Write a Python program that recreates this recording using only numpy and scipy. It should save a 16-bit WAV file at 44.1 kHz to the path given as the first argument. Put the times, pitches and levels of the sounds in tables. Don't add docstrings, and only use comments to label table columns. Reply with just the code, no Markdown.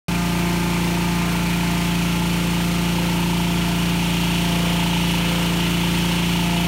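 import sys
import numpy as np
from scipy import signal
from scipy.fft import rfft, irfft
from scipy.io import wavfile

SR = 44100
rng = np.random.default_rng(int(sys.argv[2]) if len(sys.argv) > 2 else 0)


def waveform_to_disk(signal):
    frames = np.transpose(np.atleast_2d(signal))
    scaled = np.clip(frames, -1, 1) * 32767
    samples = np.round(scaled).astype(np.int16)
    wavfile.write(sys.argv[1], SR, samples)


N = 294147
T = np.arange(N) / SR


def undb(db):
    return 10 ** (np.asarray(db) / 20)


def level(x, db=0):
    return x * undb(db) / np.sqrt(np.mean(x ** 2))


def curve(table):
    return np.interp(T, *np.transpose(table))


def colour(x, points):
    hz, db = np.transpose(points)
    bins_hz = np.maximum(np.arange(N // 2 + 1) * SR / N, 1)
    gain_db = np.interp(np.log(bins_hz), np.log(hz), db)
    return irfft(rfft(x) * undb(gain_db), N)


def band(x, hz, width_hz):
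    return signal.lfilter(*signal.iirpeak(hz, hz / width_hz, fs=SR), x)


def wander(rate_hz, size=2048):
    bins_hz = np.arange(size // 2 + 1) * SR / N
    spectrum = rfft(rng.standard_normal(size)) * np.exp(-(bins_hz / rate_hz) ** 2)
    return np.interp(T, np.linspace(0, N / SR, size), level(irfft(spectrum, size)))


def swell(cycle, centre, width):
    offset = (cycle - centre + .5) % 1 - .5
    return np.exp(-.5 * (offset / width) ** 2)


def moving_band(hz, width_hz):
    lowpass = signal.butter(2, width_hz / 2, fs=SR, output="sos")
    eddies = signal.sosfilt(lowpass, rng.standard_normal((2, N)))
    angle = 2 * np.pi * np.cumsum(hz) / SR
    return level(eddies[0] * np.cos(angle) + eddies[1] * np.sin(angle))


# time_s, share_of_way
LISTENER_PATH = [(1.3, 0), (2.2, .5), (3.4, .85), (4.6, 1)]

def at_listener(first, second):
    return first + (second - first) * curve(LISTENER_PATH)


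# pitch_hz, gain_db
CLATTER_TONE = [(300, -24), (440, 1.5), (560, 2), (720, -6), (950, -0.5), (1400, -3.5), (2500, -13),
                (5000, -14.5), (12000, -38)]

def valve_clatter(cycle, db=-37, drift=0.67, size=1536):
    place = (cycle % 1) * size
    runs = rng.standard_normal((3, size))
    steady, extra_a, extra_b = (np.interp(place, np.arange(size), run, period=size) for run in runs)
    knocks = steady + drift * (wander(1.84) * extra_a + wander(2.5) * extra_b)
    return level(colour(knocks, CLATTER_TONE), db)


# time_s, level_db
RING_LEVEL = [(.2, -38), (1.2, -37), (2.0, -39.5), (2.8, -39.5), (3.3, -33.5), (3.8, -39), (4.25, -35),
              (4.55, -38.5), (4.85, -35), (5.2, -37.5), (5.55, -34.5), (6.1, -37.5), (6.4, -35)]

def metal_ring(cycle, hz=912, centre=0.0603, scatter_db=2.4, scatter_rad=0.55):
    firing = np.floor(cycle - centre + .5).astype(int)
    strength, phase = rng.standard_normal((256, 2))[firing % 256].T
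    from_peak_s = (cycle - centre - firing) / (np.gradient(cycle) * SR)
    tone = np.cos(2 * np.pi * hz * from_peak_s + scatter_rad * phase)
    bursts = swell(cycle, centre, width=0.08) * undb(scatter_db * strength) * tone
    return level(bursts) * undb(curve(RING_LEVEL))


# pitch_hz, gain_db
RUSH_TONE = [(25, -8), (60, -9), (150, -5), (300, -3), (450, -6.5), (700, 1), (950, -3), (1300, 0),
             (1800, -3.5), (3000, -2.5), (4400, -2.5), (6500, -7), (9200, -8), (16000, -15)]
# time_s, level_db
ROAR_LEVEL = [(.2, -33.2), (1.1, -32.6), (1.6, -30.8), (2.4, -31.5), (3.6, -31.4), (4.2, -29), (5.2, -28.5),
              (6.6, -29)]

def rushing_air(cycle, blade):
    roar_db = curve(ROAR_LEVEL)
    rush_db = -30 + 0.31 * (roar_db - roar_db.mean())
    throb_db = 1.9 * swell(cycle, centre=0.31, width=.15) + 0.68 * np.cos(2 * np.pi * (blade - .75))
    rush = colour(rng.standard_normal(N), RUSH_TONE) * undb(throb_db + 0.35 * wander(13))
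    roar = moving_band(at_listener(2451, 2790), width_hz=1200)
    core_db = at_listener(-5, -7.5) - 8.5 * np.sin(np.pi * at_listener(0, 1))
    roar += undb(core_db) * moving_band(at_listener(2359, 2930), width_hz=260)
    roar *= undb(0.89 * throb_db + 0.55 * wander(25))
    return level(rush) * undb(rush_db) + level(roar) * undb(roar_db)


def pipe_drone(cycle, resonances, opens_at, uneven_db):
    puffs = sum(np.cos(2 * np.pi * k * (cycle - opens_at)) for k in range(2, 15))
    puffs *= undb(uneven_db * wander(13))
    return sum(np.sign(sign) * undb(db) * band(puffs, hz, width) for hz, width, db, sign in resonances)


# pitch_hz, width_hz, gain_db, sign
INTAKE_PIPE = [(57.5, 12, -29, -1), (151.7, 18.6, -32, -1), (209.5, 20.6, -31, -1)]
# pitch_hz, width_hz, gain_db, sign
EXHAUST_PIPE = [(76, 16, -45, -1), (127.9, 12.9, -25, 1), (267.44, 12.7, -26.9, 1), (288, 18, -32.5, -1),
                (326, 23.5, -39, -1), (373, 55, -40, -1)]

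def engine_drone(cycle):
    intake = pipe_drone(cycle, INTAKE_PIPE, opens_at=0.4578, uneven_db=0.56)
    exhaust = pipe_drone(cycle, EXHAUST_PIPE, opens_at=.842, uneven_db=0.4)
    return intake + exhaust


def blade_tone(blade, harmonic, db, flutter):
    shake = 1 + flutter * (wander(5.8) + 1j * wander(3.0))
    return level(np.real(shake * np.exp(2j * np.pi * harmonic * blade)), db)


# time_s, level_db
SECOND_LEVEL = [(.1, -46), (.4, -33), (.9, -34), (1.4, -41.5), (3, -36.5), (4.8, -42), (5.7, -34),
                (6.6, -39)]
THIRD_LEVEL = [(.2, -52), (2.4, -56), (3, -40), (3.6, -56), (4.8, -52), (5.3, -41.5), (6.6, -52)]
FOURTH_LEVEL = [(.2, -40.5), (1.8, -42.5), (2.3, -48), (3.4, -41.5), (4.4, -42), (5.5, -46), (6.1, -58),
                (6.5, -40)]
# harmonic_number, offset_db
WHINE_TONES = [(6, 0), (7, 1), (8, -1), (9, -4)]

def propeller(blade):
    hum = blade_tone(blade, harmonic=1, db=at_listener(-22, -21.5), flutter=0.031)
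    hum += blade_tone(blade - .09, harmonic=2, db=curve(SECOND_LEVEL), flutter=0.15)
    hum += blade_tone(blade, harmonic=3, db=curve(THIRD_LEVEL), flutter=0.42)
    hum += blade_tone(blade, harmonic=4, db=curve(FOURTH_LEVEL), flutter=0.46)
    hum += blade_tone(blade - .33, harmonic=5, db=at_listener(-38.3, -41.5), flutter=0.3)
    whine_db = at_listener(-44, -53.5)
    whine = sum(blade_tone(blade, harmonic, whine_db + db, flutter=0.54) for harmonic, db in WHINE_TONES)
    return hum + whine


# time_s, blade_rate_hz
FAN_SPEED = [(0.3, 173.81), (1.2, 173.27), (2.1, 172.63), (2.9, 173.17), (3.7, 172.81), (4.4, 172.28),
             (5.3, 172.19), (6.0, 172.99), (6.6, 172.84)]

def scene():
    blade = np.cumsum(curve(FAN_SPEED)) / SR - .97
    cycle = blade / 6
    engine = engine_drone(cycle) + metal_ring(cycle) + valve_clatter(cycle)
    return (engine + propeller(blade) + rushing_air(cycle, blade))[None]


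# pitch_hz, width_hz, share_removed
TREBLE_DIPS = [(3790, 240, 0.16), (4920, 420, 0.46), (7750, 480, 0.36), (10430, 850, 0.44)]
MIC_ON_S, TOP_HZ = .083, 15750

def record(dry):
    for hz, width_hz, depth in TREBLE_DIPS:
        dry = dry - depth * band(dry, hz, width_hz)
    lowpass = signal.ellip(12, .1, 80, TOP_HZ, fs=SR, output="sos")
    return signal.sosfilt(lowpass, dry * (T > MIC_ON_S))


dry = scene()
out = record(dry)
waveform_to_disk(out)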